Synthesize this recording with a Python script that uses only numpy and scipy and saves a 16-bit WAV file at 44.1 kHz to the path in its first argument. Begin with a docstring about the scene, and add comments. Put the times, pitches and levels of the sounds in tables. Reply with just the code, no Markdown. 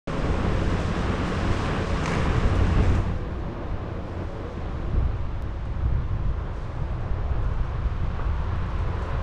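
"""Fat tyres rumble, roar and crunch grit on coarse concrete, then soften on smoother floor after 3 s.
One-wheeled electric boards are gliding through a parking garage, one rider carrying the microphone.
Floor texture drums on the tyre and pumps air from its tread; slipping rubber scuffs and snaps.
Hub motors hum and whine under the low ceiling, a second board draws near with its tread ringing,
and eddies of riding wind buffet the microphone."""
import sys
import numpy as np
from scipy import signal
from scipy.fft import rfft, irfft, next_fast_len
from scipy.io import wavfile
from scipy.ndimage import uniform_filter1d

SR = 44100
rng = np.random.default_rng(int(sys.argv[2]) if len(sys.argv) > 2 else 0)


def generate_wav(signal):
    """Clip the signal to [-1, 1] and save it as 16-bit WAV at the path in sys.argv[1]."""
    frames = np.transpose(np.atleast_2d(signal))
    scaled = np.clip(frames, -1, 1) * 32767
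    pcm = np.round(scaled).astype(np.int16)
    wavfile.write(sys.argv[1], SR, pcm)


N = 406602
TIME = np.arange(N) / SR
FFT_SIZE = next_fast_len(N, True)
FREQ_HZ = np.arange(FFT_SIZE // 2 + 1) * SR / FFT_SIZE
SWING_START_S, SWING_LENGTH_S = 4.88, 0.46   # microphone swings away from its own board


def from_db(db):
    """Decibels to gain."""
    return 10 ** (np.asarray(db) / 20)


def unit_rms(x):
    """Scale to rms 1."""
    return x / np.sqrt(np.mean(x ** 2) + 1e-20)


def even(x, window_s):
    """Hold power steady over spans longer than the window."""
    return x / np.sqrt(uniform_filter1d(x * x, int(window_s * SR)) + 1e-9)


def curve(rows):
    """Breakpoints interpolated at every sample."""
    return np.interp(TIME, *np.transpose(rows))


def ramp(start_s, length_s):
    """Linear rise from 0 to 1."""
    return np.clip((TIME - start_s) / length_s, 0, 1)


def swell(crest_s, length_s):
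    """Bell-shaped envelope of height 1."""
    return np.exp(-np.pi * np.minimum(np.abs((TIME - crest_s) / length_s), 10) ** 2)


def bursts(rows, attack_s):
    """Summed envelopes: linear attack, exponential fade."""
    return sum(ramp(start_s, attack_s) * from_db(db - fade_db_per_s * np.clip(TIME - start_s - attack_s, 0, 3))
               for start_s, db, fade_db_per_s in rows)


def noise():
    """White noise, rms 1."""
    return rng.standard_normal(N)


def drift(per_s):
    """Slow random wander, rms 1."""
    spectrum = rfft(rng.standard_normal(FFT_SIZE)) / (1 + (FREQ_HZ / per_s) ** 4)
    return unit_rms(irfft(spectrum, FFT_SIZE)[:N])


def grains(per_s, spread_db):
    """Random tiny impacts of uneven size, rms 1."""
    sizes = from_db(spread_db * np.minimum(rng.exponential(1, N), 5)) * rng.choice([-1, 1], N)
    return unit_rms(sizes * (rng.random(N) < per_s / SR))


def colour(x, spectrum):
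    """Shape a spectrum, falling 47 dB per octave beyond its ends; rms 1."""
    hz, db = np.transpose(spectrum)
    octave, points = np.log2(FREQ_HZ + 1), np.log2(hz)
    beyond = np.abs(octave - np.clip(octave, points[0], points[-1]))
    gain = from_db(np.interp(octave, points, db) - 47 * beyond)
    return unit_rms(irfft(rfft(x, FFT_SIZE) * gain, FFT_SIZE)[:N])


def resonance(x, hz, width_hz):
    """Two-pole resonator, peak gain 1."""
    r = np.exp(-np.pi * width_hz / SR)
    feedback = [1, -2 * r * np.cos(2 * np.pi * hz / SR), r * r]
    return signal.lfilter(np.array([1, 0, -1]) * (1 - r * r) / 2, feedback, x)


def relax(impulses, decay_s):
    """Give each impulse an exponential tail."""
    return signal.lfilter([1], [1, -np.exp(-1 / (decay_s * SR))], impulses + 1e-18)


def waver(x, depth, per_s):
    """Let all pitches wander together."""
    n = np.arange(N)
    return np.interp(n + np.cumsum(depth * drift(per_s)), n, x, period=N)


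def motor_tone(pitch_hz, wander):
    """A sine whose pitch trembles with the wheel."""
    return np.sin(2 * np.pi * np.cumsum(pitch_hz * (1 + wander * drift(45.3))) / SR)


def coarseness():
    """Share of coarse concrete under the tyre as it gives way to smooth."""
    return 1 - 0.926 * ramp(start_s=2.83, length_s=0.43)


def garage(x, low_t60_s=1.27, high_t60_s=0.5):
    """Diffuse tail between concrete floor and ceiling; the treble dies sooner."""
    t = TIME[:2 * SR]
    white = rng.standard_normal(len(t))
    low = signal.sosfilt(signal.butter(2, 3000, fs=SR, output="sos"), white)
    tail = low * from_db(-60 * t / low_t60_s) + (white - low) * from_db(-60 * t / high_t60_s)
    tail *= t > 0.009
    return signal.fftconvolve(x, tail / np.sqrt(np.sum(tail ** 2)))[:N]


# electronics spectrum: freq_hz, gain_db
WHISTLE_SPECTRUM = [(13700, -11), (14050, -3), (14400, -13), (14680, -7), (14900, -25)]

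def whistle(level_db=-86.5):
    """The motor's power electronics hiss in a narrow, high band until the microphone swings away."""
    fade = 1 - ramp(SWING_START_S - SWING_LENGTH_S, SWING_LENGTH_S)
    return from_db(level_db) * fade * colour(noise(), WHISTLE_SPECTRUM)


def click(start_s=5.4233, peak_db=-29):
    """A faint, dry digital click: one step in the signal that dies away at once."""
    impulse = np.zeros(N)
    impulse[int(start_s * SR)] = from_db(peak_db)
    return relax(impulse, decay_s=0.0004)


# dust patches: start_s, level_db, fade_db_per_s
DUST_PATCHES = [(0.75, -55, 47), (1.22, -55, 51), (1.48, -51.5, 26), (2.05, -50.5, 52), (2.9, -60, 170),
                (4.03, -65.5, 12.5), (6.52, -63, 23), (8.98, -65, 72)]
# dust spectrum: freq_hz, gain_db
DUST_SPECTRUM = [(3000, -2), (4800, -1.5), (6500, -7.5), (8400, -12), (10500, -22.5), (14000, -34.5)]

def swish():
    """Fine dust thrown off the tread gives a bright, grainy hiss."""
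    return bursts(DUST_PATCHES, attack_s=0.046) * colour(grains(per_s=7600, spread_db=1.5), DUST_SPECTRUM)


# reflected roar: freq_hz, gain_db
WALL_SPECTRUM = [(340, -10.5), (400, -0.5), (480, -11), (600, -1), (730, 0), (900, -5.5), (1400, -19),
                 (2500, -24.5)]

def wall_reflection(crest_db=-46):
    """A concrete wall throws back the second tyre's roar as it passes."""
    return from_db(crest_db) * swell(crest_s=7.08, length_s=0.92) * colour(noise(), WALL_SPECTRUM)


# second board's approach: time_s, level_db
APPROACH = [(0, -65), (5.2, -65), (5.6, -55), (6.2, -56), (6.39, -41.5), (6.5, -43.5), (6.72, -52.5),
            (7.1, -48), (7.48, -43.5), (7.95, -51), (8.35, -48), (8.45, -42.5), (8.62, -47.5),
            (9.02, -39.5), (9.2, -41.5)]
# its tread and deck modes: pitch_hz, width_hz, gain_db
TREAD_MODES = [(394, 60, -2.5), (512, 150, -3.5), (1040, 70, -2), (1193, 100, -5.5), (1376, 260, -8)]
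# its thump over a floor joint: freq_hz, gain_db
THUMP_SPECTRUM = [(300, -1), (500, 1), (800, -1), (1050, 2), (1300, 1), (1700, -10), (3000, -23)]

def second_board():
    """Pumped air rings between tread and floor; the tyre thumps on a joint; up close the motor whines."""
    air = noise()
    ring = sum((-1) ** k * from_db(db) * resonance(air, hz, width_hz)
               for k, (hz, width_hz, db) in enumerate(TREAD_MODES))
    gain = from_db(curve(APPROACH) + 0.89 * drift(7.1))
    ring = waver(ring, depth=0.028, per_s=4)   # the rider balances
    whirr = gain * colour(ring, [(250, -16.5), (420, 1.5), (1500, -3.5), (3000, -17)])
    thump = bursts([(8.182, -35.5, 135)], attack_s=0.013) * colour(noise(), THUMP_SPECTRUM)
    near_whine = unit_rms(garage(motor_tone(pitch_hz=540, wander=0.05)))
    return whirr + thump + from_db(-42.5) * ramp(start_s=8.72, length_s=0.5) * near_whine


# speed changes: start_s, length_s, pitch_hz, climb_hz_per_s, level_db
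GLIDES = [(0.04, 0.2, 550.6, -19, -36), (0.518, 0.2, 541, -89, -36.5), (1.268, 0.23, 557, 8, -46),
          (2.02, 0.1, 520.5, 60, -35.5), (2.388, 0.09, 534, 127, -37), (2.716, 0.19, 427, 128, -40),
          (3.05, 0.12, 478, 169, -39.5), (3.448, 0.33, 564, 114, -46), (3.81, 0.16, 454, 122, -47),
          (3.95, 0.1, 547, -20, -43), (4.24, 0.45, 556, -31, -48), (4.323, 0.18, 436, 290, -40),
          (4.582, 0.12, 767, 13, -47)]

def motor_whine(coarse_db=-47.5, smooth_db=-58, flicker_db=6.5, fade_db_per_s=7, room_db=-6):
    """The motors hold a tone at cruise and glide as speed changes; reflections smear it and make it flicker."""
    cruise_db = smooth_db + (coarse_db - smooth_db) * coarseness() + 2.5 * drift(3.2)
    cruise_db += flicker_db * np.tanh(drift(8.3))
    tone = from_db(cruise_db) * motor_tone(pitch_hz=546, wander=0.0242)
    for start_s, length_s, hz, climb_hz_per_s, db in GLIDES:
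        age_s = np.clip(TIME - start_s, 0, 1)
        gate = ramp(start_s, 0.032) * (1 - ramp(start_s + length_s, 0.049))
        glide = motor_tone(hz + climb_hz_per_s * age_s, wander=0.0118)
        tone += gate * from_db(db - fade_db_per_s * age_s) * glide
    return tone + from_db(room_db) * garage(tone)


# hum under motor load: time_s, relative_db
HUM_LEVEL = [(0.1, -48), (0.7, -29.5), (2.3, -33), (2.9, -21), (3.4, -42.5), (4.1, -34), (4.7, -42.5),
             (7.5, -42.5), (8.5, -31), (9.2, -33.5)]
# motor orders: multiple, gain_db
HUM_ORDERS = [(1, 2), (2, -10), (4, -19), (6, -30)]

def motor_hum(pitch_hz=88.85, wander=0.02467, trim_db=-1):
    """The hub hums at wheel speed; each order swells and fades among the reflections."""
    phase = 2 * np.pi * np.cumsum(pitch_hz * (1 + wander * drift(3.89))) / SR
    hum = sum(from_db(db + 2.8 * np.tanh(drift(9.7))) * np.sin(k * phase) for k, db in HUM_ORDERS)
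    return from_db(curve(HUM_LEVEL) + trim_db) * unit_rms(hum)


# airflow as the microphone moves in and out of the stream: time_s, relative_db
AIRSTREAM = [(0.08, -35.5), (0.45, -28.5), (1.0, -30.5), (2.1, -33), (2.35, -26.5), (2.95, -25),
             (3.2, -30.5), (3.55, -36), (4.55, -37.5), (4.75, -29), (5.5, -30.5), (5.95, -28), (6.6, -32),
             (7.4, -27), (8.4, -29.5), (9.2, -30)]
# gusts: crest_s, length_s, relative_db
WIND_GUSTS = [(0.287, 0.17, -25.5), (0.5, 0.045, -22), (0.57, 0.051, -23.5), (0.676, 0.026, -20.5),
              (1.023, 0.074, -30), (1.506, 0.044, -20.5), (1.941, 0.05, -25.5), (2.206, 0.036, -26),
              (2.303, .04, -23), (2.37, 0.029, -21), (2.451, 0.031, -14.5), (2.613, 0.06, -21),
              (2.79, 0.056, -16.5), (2.908, 0.047, -16.5), (2.992, 0.028, -22), (3.726, 0.12, -29),
              (4.28, 0.053, -32), (4.97, 0.057, -18.5), (5.043, 0.1, -22.5), (5.856, 0.06, -21),
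              (5.95, 0.099, -23.5), (6.137, 0.038, -24), (6.283, 0.095, -23), (6.82, 0.025, -21.5),
              (7.12, 0.031, -21.5), (7.312, 0.032, -25), (7.389, 0.029, -24), (7.46, 0.028, -25),
              (7.613, 0.041, -23), (7.764, 0.027, -26), (7.86, 0.035, -23), (7.95, 0.044, -26),
              (8.029, 0.036, -23), (8.29, 0.17, -25.5), (8.408, 0.023, -22.5), (8.61, 0.045, -26),
              (8.79, 0.054, -24.5), (8.863, 0.028, -22), (9.167, 0.056, -26)]
# eddy spectrum: freq_hz, gain_db
EDDY_SPECTRUM = [(10, 2.5), (25, -1.5), (55, 1.5), (90, -4.5), (125, -5.5), (170, -18.5), (210, -25),
                 (260, -31.5), (500, -41.5), (1200, -70)]

def wind(flutter_db=1.4, trim_db=1.5, ceiling=0.26):
    """Eddies shed at the microphone give lumps of pressure; the largest are rounded off."""
    power = from_db(curve(AIRSTREAM) + flutter_db * drift(14)) ** 2
    power += sum((from_db(db) * swell(crest_s, length_s)) ** 2 for crest_s, length_s, db in WIND_GUSTS)
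    eddies = even(colour(grains(per_s=1100, spread_db=2.5), EDDY_SPECTRUM), window_s=0.05)
    return ceiling * np.tanh(from_db(trim_db) * np.sqrt(power) * eddies / ceiling)


# sideways slips: start_s, level_db, fade_db_per_s
SLIPS = [(2.01, -48, 34), (2.08, -42, 71), (2.82, -42.5, 91), (2.9, -53, 160)]
# tread catching and snapping free: start_s, level_db, fade_db_per_s
TREAD_SNAPS = [(2.038, -31, 1500), (2.0576, -23.5, 1900), (2.0771, -30, 1300), (2.113, -32, 1500),
               (2.126, -45, 1500), (2.137, -35, 2000)]
# slipping rubber: freq_hz, gain_db
RUBBER_SPECTRUM = [(900, 1), (1600, -5), (2300, 0.5), (3000, -15), (4200, -16.5), (6300, -15),
                   (9000, -26.5)]

def scuff():
    """Rubber slips on dusty concrete: sharp snaps in a run of tiny ones that dies as the tyre grips."""
    envelope = bursts(SLIPS, attack_s=0.011) + bursts(TREAD_SNAPS, attack_s=0.00062)
    return envelope * colour(grains(per_s=3700, spread_db=2.5), RUBBER_SPECTRUM)


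# tyre work through the carves: time_s, work_db
CARVING = [(0.08, -1.5), (1.0, 0.5), (1.6, 2), (1.88, 0.5), (2.15, 2.8), (2.55, -0.5), (2.9, -0.4),
           (3.5, 0), (4.1, -0.5), (4.65, 1), (5.3, -1.6), (6.3, -2), (6.6, -1.3), (7.05, -1.5), (8.1, 1.5),
           (9.1, 4)]

def tyre_gain(load, coarse_db, smooth_db, work_slope, load_db):
    """Gain of a tyre sound from floor coarseness, carving work and momentary load."""
    floor_db = smooth_db + (coarse_db - smooth_db) * coarseness()
    return from_db(floor_db + work_slope * curve(CARVING) + load_db * load)


# larger grains cracking: start_s, relative_db
LARGE_GRAINS = [(0.6994, -41), (0.803, -38), (1.2794, -39), (2.15, -36), (2.555, -37), (2.8184, -48),
                (2.8963, -40), (2.9508, -36.5), (5.6535, -53), (7.007, -54), (7.4294, -56), (7.6492, -53),
                (8.6612, -51), (8.7874, -53), (9.0215, -46)]
# crushed grit: freq_hz, gain_db
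CRUNCH_SPECTRUM = [(1500, -8), (2400, -3), (3600, -6), (5800, 4.5), (8400, -1.5), (10500, -11),
                   (14000, -28)]

def grit(chips_per_s=330, chip_db=-12, chip_fade_db_per_s=261, room_db=-2):
    """Small grains crackle at random under the tyre; large ones break into chips that are crushed in turn."""
    blows = np.abs(grains(per_s=46, spread_db=3))
    blows /= blows.max()
    blows *= tyre_gain(drift(3), coarse_db=-51.5, smooth_db=-64.5, work_slope=2.5, load_db=-2.5)
    chips = (rng.random(N) < chips_per_s / SR) * rng.random(N)
    chip_fade = from_db(chip_db - chip_fade_db_per_s * np.minimum(TIME, 1))
    for start_s, db in LARGE_GRAINS:
        at, size = int(start_s * SR), from_db(db) / np.sqrt(8)
        blows[at] = size
        blows[at:] += size * chips[at:] * chip_fade[:N - at]
    crunch = relax(blows, decay_s=0.004) * colour(grains(per_s=14000, spread_db=2.5), CRUNCH_SPECTRUM)
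    return crunch + from_db(room_db) * garage(crunch)


# floor bumps, tread roar and edge hiss on each floor: freq_hz, gain_db
COARSE_BUMPS = [(60, 1.5), (120, 0.5), (175, 3), (240, 3.5), (340, 0.5), (420, -1.5), (530, -6),
                (640, -5.5), (800, -12.5), (1100, -14), (2500, -52.5)]
SMOOTH_BUMPS = [(60, -4), (120, 1), (175, -0.5), (220, 1.5), (285, -2), (340, 0), (410, -4), (530, -6),
                (640, -5.5), (780, -9), (1100, -26.5), (2500, -52.5)]
COARSE_ROAR = [(400, -19), (750, -2), (900, -3.5), (1100, 1.5), (1350, -3.5), (1650, -4), (2100, -9),
               (2800, -11), (4000, -21.5), (6000, -41)]
SMOOTH_ROAR = [(400, -19.5), (720, -4), (880, -2), (1060, 1), (1300, -3.5), (1650, -7), (2100, -12),
               (2900, -16.5), (4000, -22.5), (6000, -35)]
COARSE_HISS = [(2000, -14), (3500, 2), (4500, -2), (5100, -0.5), (6500, -5.5), (8400, -10), (9700, -20),
               (11200, -33), (15000, -42)]
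SMOOTH_HISS = [(2000, -4.5), (3500, 4), (4500, -2.5), (5100, -2), (6500, -5), (8400, -14.5), (9700, -18),
               (11200, -25), (15000, -42.5)]
# tyre and deck modes: pitch_hz, width_hz, coarse_db, smooth_db
CARCASS_MODES = [(57.4, 8.7, 0, -7), (121, 10, -9.5, 0), (158, 7.8, 4, 1), (176.3, 16, -2, -3),
                 (330, 35, -14, -5), (443, 38, -2, -9), (500, 37, -9.5, -8.5)]

def tyres(swing_loss_db=5.5):
    """Floor texture drums on the carcass, pumps air from the contact patch and crackles at its edge."""
    coarse = coarseness()
    on_coarse, on_smooth = np.sqrt(coarse), np.sqrt(1 - coarse)
    load = drift(8.9)   # uneven floor
    bumps = on_coarse * colour(noise(), COARSE_BUMPS) + on_smooth * colour(noise(), SMOOTH_BUMPS)
    ring = sum(from_db(smooth_db + (coarse_db - smooth_db) * coarse) * resonance(bumps, hz, width_hz)
               for hz, width_hz, coarse_db, smooth_db in CARCASS_MODES)
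    rumble = even(unit_rms(bumps + ring), window_s=0.96)
    rumble *= from_db(-swing_loss_db * ramp(SWING_START_S, SWING_LENGTH_S))
    roar = on_coarse * colour(grains(per_s=9000, spread_db=2), COARSE_ROAR)
    roar += on_smooth * colour(noise(), SMOOTH_ROAR)
    hiss = on_coarse * colour(grains(per_s=13000, spread_db=1), COARSE_HISS)
    hiss += on_smooth * colour(grains(per_s=16000, spread_db=-0.5), SMOOTH_HISS)
    return (rumble * tyre_gain(load, coarse_db=-29, smooth_db=-37, work_slope=-0.07, load_db=1.04)
            + roar * tyre_gain(load, coarse_db=-35.5, smooth_db=-45, work_slope=1, load_db=0.53)
            + hiss * tyre_gain(load, coarse_db=-50, smooth_db=-65.5, work_slope=0.78, load_db=-0.9))


def scene():
    """All sources at one microphone."""
    mix = (wind() + tyres() + motor_hum() + motor_whine() + whistle() + second_board()
           + wall_reflection() + scuff() + swish() + grit() + click())
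    return mix[None, :]


def record(dry):
    """Abrupt onset; steep low-pass, stopband from 16 kHz."""
    lowpass = signal.cheby2(12, 70, 16000, fs=SR, output="sos")
    return signal.sosfilt(lowpass, dry * ramp(start_s=0.073, length_s=0.001))


dry = scene()
out = record(dry)
generate_wav(out)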